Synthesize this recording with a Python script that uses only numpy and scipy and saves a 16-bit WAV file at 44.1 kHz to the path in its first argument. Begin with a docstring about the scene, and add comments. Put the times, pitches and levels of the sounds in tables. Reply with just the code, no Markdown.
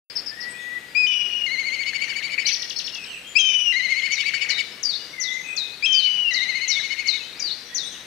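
"""A kite calls three times among buildings and trees, its syrinx jumping between registers: a short squeal
leaps to a falling whistle, which drops into quavers that roughen under strain. A warbler repeats steep
down-slurred chirps, a small bird twitters, and others whistle farther off, all frequency-modulated tones.
Foliage scatters the calls and walls reverberate, over distant traffic, a machinery hum and a soft hiss.
The near birds are heard mainly on the left."""
import sys
import numpy as np
from scipy import signal
from scipy.fft import rfft, irfft, next_fast_len
from scipy.io import wavfile
from scipy.ndimage import map_coordinates

SR = 44100
rng = np.random.default_rng(int(sys.argv[2]) if len(sys.argv) > 2 else 0)


def persist_wave(psi):
    """Save psi, clipped to +-1, as 16-bit WAV."""
    counts = np.round(np.clip(psi, -1, 1) * 32767).astype(np.int16)
    wavfile.write(sys.argv[1], SR, np.atleast_2d(counts).T)


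N = 355446
TIME = np.arange(N) / SR

# The warbler's three pitch contours. Each row: time into the chirp in seconds, pitch in Hz.
SHELF = [(0, 7347), (.009, 5820), (.017, 4910), (.039, 4730), (.066, 4634), (.108, 3480), (.127, 4514),
         (0.149, 4069)]
STEP = [(0, 7187), (.013, 5963), (.032, 5604), (.043, 4165), (.056, 3739), (.098, 3400), (.123, 3918),
        (0.147, 3909)]
PLUNGE = [(0, 7440), (.011, 4950), (0.018, 4250), (.04, 3870), (0.061, 3650), (.078, 4000), (.108, 3450)]


def kite(crack_s=2.378, crack_db=-19):
    """Register breaks: each call jumps from squeal to whistle to quavers."""
    # Each row: start in seconds, top pitch in Hz, swell time in seconds, level and octave level in dB.
    squeals = [(.947, 2512, 0.0111, -18.5, -12.5), (3.352, 2705, 0.01654, -11.5, -8.5),
               (5.823, 2648, 0.0309, -15, -7)]
    # Each row: start in seconds, first pitch in Hz, settling time in seconds, final droop in Hz,
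    # level in dB, fade in dB per second, relative levels of the octave and the low register in dB.
    whistles = [(1.066, 3046, 0.088, 34.8, -22, 14, -22, -9),
                (3.386, 3223, 0.1533, 152.5, -19.5, 7.5, -13.5, -10.5),
                (5.858, 3244, 0.17, 175, -19, 12.5, -24.5, -14.5)]
    # Each row: start, end, first crest, first gap between crests and growth of each gap, all in seconds.
    quaver_times = [(1.463, 2.53, 1.531, .0696, .0006), (3.723, 4.632, 3.777, .067, .0015),
                    (6.308, 7.195, 6.366, .065, .00136)]
    # Each row: first and held pitch in Hz, then level, gain over the run, octave and harshness in dB.
    quaver_voices = [(2195, 2290, -28, 1.3, -7, -1), (2130, 2285, -25, .3, -8.5, 0),
                     (2100, 2215, -27, -1.8, -5.5, -3)]
    # The voice cracks once between two quavers. Each row: time into the note in seconds, pitch in Hz.
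    crack = [(0, 2713), (.014, 1987)]
    out = np.zeros(N)
    for (start, *rise), (jump, *fall), timing, voice in zip(squeals, whistles, quaver_times, quaver_voices):
        drop = timing[0]
        add(out, start, squeal(jump - start, *rise))
        add(out, jump, whistle(drop - jump, *fall))
        add(out, drop, quavers(*timing, *voice))
    add(out, crack_s, note(crack, crack_db, attack_s=.002, fade_db=12, jitter=.04, octave_db=-29))
    return out


def squeal(length, top_hz, swell_s, db, octave_db, first_hz=2292, rise_s=.03006, sag_hz_per_s=810):
    """Glide in the middle register: the tone swells and climbs, then sags and slackens until it jumps."""
    t = TIME[:int((length + .003) * SR)]
    hz = first_hz + (top_hz - first_hz) * ramp(t, rise_s) - sag_hz_per_s * np.maximum(t - rise_s, 0)
    onset_db = -12 * (1 - ramp(t, swell_s))
    release_db = -7 * (1 - ramp(t[-1] - t, .018))
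    return held_note(hz, db + onset_db + release_db, octave_db, jitter=.0069, low_db=-24.5, third_db=-18)


def whistle(length, first_hz, settle_s, droop_hz, db, fade_db_per_s, octave_db, low_db):
    """Relaxation in the top register: pitch, level and brightness all sink as the push eases."""
    rest_hz, droop_s, octave_fade_db_per_s = 2891.4, .08, 10
    t = TIME[:int((length + .003) * SR)]
    settling_hz = rest_hz + (first_hz - rest_hz) * np.exp(-t / settle_s)
    hz = settling_hz - droop_hz * (1 - ramp(length - t, droop_s) ** 2)
    return held_note(hz, db - fade_db_per_s * t, octave_db - octave_fade_db_per_s * t,
                     jitter=.00756, low_db=low_db, third_db=-22.5)


def held_note(hz, db, octave_db, jitter, low_db, third_db, low_hz=2490, low_fade_db_per_s=30):
    """Nonlinear mixing: the fading low register flutters with the held note, making combination tones."""
    n = len(hz)
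    hz = hz * (1 + jitter * wobble(353.5, n) + .003 * wobble(24.23, n))
    overtones = (tone(2 * hz) + amp(third_db) * tone(3 * hz)) * amp(.97 * wobble(58.6, n))
    under_hz = low_hz * (1 + .048 * wobble(400, n))
    mixing = amp(-9.5) * tone(2 * hz - under_hz) + amp(-11.5) * tone(hz + under_hz)
    low = tone(under_hz) + amp(-13) * tone(2 * under_hz) + mixing
    flutter = amp(low_db - low_fade_db_per_s * TIME[:n] + 3.5 * wobble(45, n))
    return amp(db + 1.47 * wobble(63.33, n)) * (tone(hz) + flutter * low + amp(octave_db) * overtones)


def quavers(start, end, crest_s, gap_s, growth_s, first_hz, held_hz, db, push_db, octave_db, harsh_db,
            swing_hz=190, early_dip_db=1, added_dip_db=34, second_hz=2960):
    """Modulation near 14 Hz, ever slower: the pitch arches and the troughs deepen until notes separate."""
    t = np.arange(start, end, 1 / SR)
    n, progress = len(t), (t - start) / (end - start)
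    k = np.arange(-2, 17)
    crests = crest_s + k * gap_s + k * (k - 1) / 2 * growth_s
    trough = np.sin(np.pi * np.interp(t, crests, k)) ** 2
    strain = np.clip(2 * progress, 0, 1)
    jitter = .00557 + .00983 * strain * amp(harsh_db)
    hz = (first_hz + (held_hz - first_hz) * strain - swing_hz * trough) * (1 + jitter * wobble(900, n))
    effort = amp(db + push_db * progress + 1.53 * wobble(119.38, n))
    voiced = amp(-(early_dip_db + added_dip_db * progress ** 1.2) * trough ** 2)
    harmonics = sum(amp(level + 1.6 * wobble(70, n)) * tone(order * hz)
                    for order, level in enumerate([0, octave_db, octave_db - 13, octave_db - 34], 1))
    # Biphonation: the other side of the syrinx sounds too, unsteadily, and mixes with the first.
    other_hz = second_hz * (1 + .022 * wobble(500, n))
    mixing = (amp(-9.5) * tone(other_hz + hz) + amp(-12.5) * tone(2 * other_hz - hz)
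              + amp(-36) * tone(other_hz + 2 * hz))
    other_db = -9 + harsh_db - 7.4 * (1 - strain) + 4.69 * wobble(59.43, n)
    other_side = amp(other_db) * (tone(other_hz) + mixing)
    # Under strain the membrane also flaps chaotically, and its pitch darts about.
    wild_hz = 2350 * np.exp(.14 * wobble(110, n) + .08 * wobble(1200, n))
    rasp = (tone(wild_hz) + amp(-16.5) * tone(2 * wild_hz)) * unit(amp(2.6 * wobble(150, n)))
    roughness = amp(-12 + harsh_db) * (.377 + 1.078 * strain)
    # Each strained crest hisses. Each row: frequency in Hz, relative spectral density in dB.
    hiss_spectrum = [(800, -17.5), (1500, -7), (4500, -10.5), (8000, -3), (14000, -27.5)]
    hiss = amp(-24 + harsh_db) * strain * noise(hiss_spectrum, n)
    return effort * (voiced * (harmonics + other_side + hiss) + roughness * rasp)


def warbler():
    """Frequency sweeps: three down-slurred shapes take turns, nearly three chirps a second."""
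    # Each row: start in seconds, level in dB, pitch contour.
    chirps = [(4.116, -31, STEP), (4.488, -26.5, PLUNGE), (4.826, -26, SHELF), (5.197, -28, STEP),
              (5.561, -26.5, PLUNGE), (5.92, -26.5, SHELF), (6.331, -26.5, PLUNGE), (6.676, -25, STEP),
              (7.07, -24.5, PLUNGE), (7.393, -27, SHELF), (7.742, -27.5, STEP)]
    out = np.zeros(N)
    for start, db, shape in chirps:
        add(out, start, note(shape, db, attack_s=.00976, fade_db=11.5, jitter=.0081, octave_db=-35.5))
    return out


def twitterer(lead_s=.025):
    """Rapid sweeps: thin tsips, later two squeaks and sharp flicks, each flick led in by two soft tones."""
    # The pitch contours, two of them in the lead-in. Each row: time into the note in seconds, pitch in Hz.
    tsip = [(0, 5378), (.012, 5400), (.022, 4950), (.031, 4496)]
    squeak = [(0, 3927), (.017, 4650), (.02, 5990), (.033, 5850), (.039, 3910), (.046, 2373)]
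    flick = [(0, 7357), (.006, 5372), (.012, 3900), (.02, 2617)]
    lead_in = [
        [(0, 4320), (.022, 4450)],
        [(0, 5230), (.022, 5560)],
    ]
    # Each row: start in seconds, level in dB and, for a flick, the level of its lead-in in dB.
    tsips = [(.078, -34), (.15, -24.5), (0.257, -28.5), (.4, -33)]
    squeaks = [(2.45, -16), (2.51, -19.5)]
    flicks = [(2.486, -23, -34.5), (2.618, -27.5, -36.5), (2.695, -25.5, -41.5), (2.785, -26.5, -29),
              (2.864, -26.5, -34), (2.944, -29.5, -42.5), (3.038, -36, -52.5)]
    out = np.zeros(N)
    for start, db in tsips:
        add(out, start, note(tsip, db, attack_s=.0156, fade_db=5.5, jitter=.035, octave_db=-37))
    for start, db in squeaks:
        add(out, start, note(squeak, db, attack_s=.0159, fade_db=14, jitter=.02266, octave_db=-31))
    for start, db, lead_db in flicks:
        add(out, start, note(flick, db, attack_s=.00454, fade_db=9, jitter=.05166, octave_db=-28))
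        for voice in lead_in:
            lead = note(voice, lead_db, attack_s=.0036, fade_db=5, jitter=.0082, octave_db=-34.5)
            add(out, start - lead_s, lead)
    return out


def note(shape, db, attack_s, fade_db, jitter, octave_db):
    """Jitter and shimmer: a slurred note swells and fades, its pitch and level never twice alike."""
    hz, = trace(shape)
    n = len(hz)
    hz = hz * (1 + jitter * wobble(294.3, n))
    level = ramp(TIME[:n], attack_s) * amp(db - fade_db * np.linspace(0, 1, n) + 2.22 * wobble(90.1, n))
    return level * (tone(hz) + amp(octave_db) * tone(2 * hz))


def far_birds():
    """Pure-tone glides: slurs from both sides, and two long low whistles from the trees on the left."""
    # Each row: start and length in seconds, first and last pitch in Hz, level and left over right in dB.
    slurs = [(0.472, 0.0714, 8276, 7904, -50, 20.5), (0.522, 0.0924, 2430, 2528, -45, 12),
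             (0.544, 0.073, 3310, 3699, -46.5, 17), (2.528, 0.141, 1918, 1898, -45, -20),
             (2.897, 0.18, 2948, 2289, -42.5, 8), (2.965, 0.3, 7976, 8060, -59.5, 15.5),
             (3.046, 0.1536, 3234, 2244, -45, -21.5), (3.262, 0.07, 7143, 7046, -50, 18.5),
             (5.424, 0.1547, 2520, 2503, -34.5, 22), (5.458, 0.066, 8116, 7930, -57, 11.5),
             (7.339, 0.061, 4150, 5450, -51.5, 14.5), (7.661, 0.1428, 1879, 1924, -47, -16),
             (7.822, 0.078, 8904, 8474, -53, 27), (7.868, 0.11, 3953, 2474, -49, 1)]
    # One list for each whistle. Each row: time in seconds, pitch in Hz, level in dB.
    low_whistles = [
        [(.29, 1675, -50), (.36, 1894, -44.5), (.47, 1949, -39.5), (.53, 1933, -51), (.78, 1955, -37)],
        [(5.13, 2156, -42), (5.22, 2000, -38), (5.35, 2079, -36.5), (5.42, 2101, -75.5)],
    ]
    out = np.zeros((2, N))
    for start, length, start_hz, end_hz, db, left_db in slurs:
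        n = int(length * SR)
        hz = np.linspace(start_hz, end_hz, n) * (1 + .01107 * wobble(200, n))
        add(out, start, pan(left_db) * amp(db) * signal.windows.tukey(n, .6) * tone(hz))
    for rows in low_whistles:
        hz, db = trace(rows)
        add(out, rows[0][0], pan(23.9) * amp(db) * tone(hz * (1 + .0065 * wobble(88, len(hz)))))
    return out


def chorus(count=90, level_db=-53, spread_db=10):
    """Attenuation with frequency: of many faint birds slurring at random, the high ones carry least."""
    out = np.zeros((2, N))
    for when, height, span, slur, loud in rng.random((count, 5)):
        n = int(SR * .061 * (1 + span))
        start_hz = 2500 * 2.8 ** height
        glide = np.linspace(0, .6 * (slur - .5) * (1 - height), n)
        hz = start_hz * np.exp(glide + .015 * wobble(200, n))
        db = level_db - 7 * height + spread_db * loud
        add(out, when * N / SR, pan(20 * loud) * amp(db) * np.hanning(n) * tone(hz))
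    return out


def yard(x, scatter_db, tail_db, tail_t60_s=1.0, scatter_t60_s=.12):
    """Scattering and reverberation: ledges and leaves answer at once, and the walls ring on."""
    t = TIME[:SR]
    # The reverberation sounds nearly alike in the left and right channels.
    diffuse = rng.standard_normal(SR) + .5 * rng.standard_normal((2, SR))
    tail = diffuse * amp(-60 * t / tail_t60_s) * (1 - np.exp(-t / .0128))
    scatter = rng.standard_normal(SR) * (rng.random(SR) < .02) * amp(-60 * t / scatter_t60_s)
    response = (amp(scatter_db) * unit(scatter) + amp(tail_db) * unit(tail)) / np.sqrt(SR)
    return x + signal.fftconvolve(x, response, axes=1)[:, :N]


def traffic(db=-46.5):
    """A diffuse field: distant traffic arrives from everywhere, its lows most alike left and right."""
    # Each row: frequency in Hz, relative spectral density in dB.
    spectrum = [(25, -21.5), (85, -14.5), (135, -3.5), (400, -4.5), (1100, -9.5), (2000, -3), (5500, -15.5),
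                (9000, -27), (15000, -39)]
    # Each row: frequency in Hz, correlation between left and right.
    coherence = [(100, 1), (350, 0.902), (1200, 0.693)]

    def mid_side_gains(hz):
        angle = np.arccos(np.clip(along(coherence, hz), -1, 1)) / 2
        return np.array([np.cos(angle), np.sin(angle)])

    mid, side = filtered(np.array([noise(spectrum, N), noise(spectrum, N)]), mid_side_gains)
    return amp(db + wobble(11, N)) * np.array([mid + side, mid - side])


def tree_hiss(db=-50):
    """Incoherent summation: leaves and far birds merge into a soft hiss, mainly on the left."""
    # Each row: frequency in Hz, relative spectral density in dB.
    spectrum = [(700, -28.5), (1700, -6), (3800, -7.5), (5800, -20.5), (7500, -16.5), (10000, -19.5),
                (15000, -23.5)]
    return pan(32) * amp(db) * np.array([noise(spectrum, N), noise(spectrum, N)])


def machinery(gain_db=-2):
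    """A line spectrum: far machinery hums in two slowly wavering tones."""
    # Each row: frequency in Hz, level in dB before the gain.
    partials = [(64.6, -68.5), (489.9, -64.5)]
    return sum(amp(db + gain_db + 1.1 * wobble(6.6, N)) * tone(hz * (1 + .007756 * wobble(8.2, N)))
               for hz, db in partials)


def amp(db):
    """Decibels to gain."""
    return 10 ** (np.asarray(db) / 20)


def unit(x):
    """Scale to rms 1."""
    return x / np.sqrt(np.mean(x ** 2) + 1e-20)


def ramp(t, length):
    """A linear rise from 0 to 1 over a length of time."""
    return np.clip(t / length, 0, 1)


def along(points, hz):
    """Interpolate (Hz, value) points on a logarithmic frequency axis."""
    knots_hz, values = np.transpose(points)
    return np.interp(np.log(hz + 1), np.log(knots_hz + 1), values)


def wobble(rate, size):
    """A smooth random curve, rate knots a second."""
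    return map_coordinates(rng.standard_normal(int(size * rate / SR) + 4), [np.arange(size) * rate / SR])


def filtered(x, response):
    """Multiply the spectrum of x by a frequency response."""
    size = next_fast_len(x.shape[-1] + 8192)
    return irfft(rfft(x, size) * response(np.fft.rfftfreq(size, 1 / SR)), size)[..., :x.shape[-1]]


def noise(spectrum, size):
    """Coloured noise of rms 1."""
    return unit(filtered(rng.standard_normal(size), lambda hz: amp(along(spectrum, hz))))


def trace(rows):
    """Interpolate each column after the time, sample by sample, holding the last value for 3 ms."""
    times, *columns = np.transpose(rows)
    t = np.arange(times[0], max(times[-1], times[0] + .01) + .003, 1 / SR)
    return [np.interp(t, times, column) for column in columns]


def tone(hz):
    """A sine of rms 1 whose phase is the integral of a pitch curve."""
    return np.sqrt(2) * np.sin(2 * np.pi * np.cumsum(hz) / SR)


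def add(track, start_s, x):
    """Mix a note into the track with tapered ends."""
    i = max(round(start_s * SR), 0)
    x = x * signal.windows.tukey(x.shape[-1], min(1, 280 / x.shape[-1]))
    track[..., i:i + x.shape[-1]] += x[..., :N - i]


def pan(left_db):
    """A level difference: left and right gains whose mean is 1."""
    return 2 * np.array([[amp(left_db)], [1]]) / (1 + amp(left_db))


def scene():
    """Superposition: each bird sounds in the yard from its own place, over the steady background."""
    out = yard(pan(18.8) * kite(), scatter_db=-11, tail_db=-12.5)
    out += yard(pan(20.75) * warbler(), scatter_db=2, tail_db=-5.5)
    out += yard(pan(21) * twitterer(), scatter_db=-3.5, tail_db=-11)
    out += yard(far_birds() + chorus(), scatter_db=3, tail_db=0)
    return out + traffic() + tree_hiss() + machinery()


def record(dry, open_s=.0998, top_hz=15600):
    """Band limiting: the microphone opens after a moment and passes nothing above its top frequency."""
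    return filtered(dry * (TIME >= open_s), lambda hz: hz < top_hz)


dry = scene()
out = record(dry)
persist_wave(out)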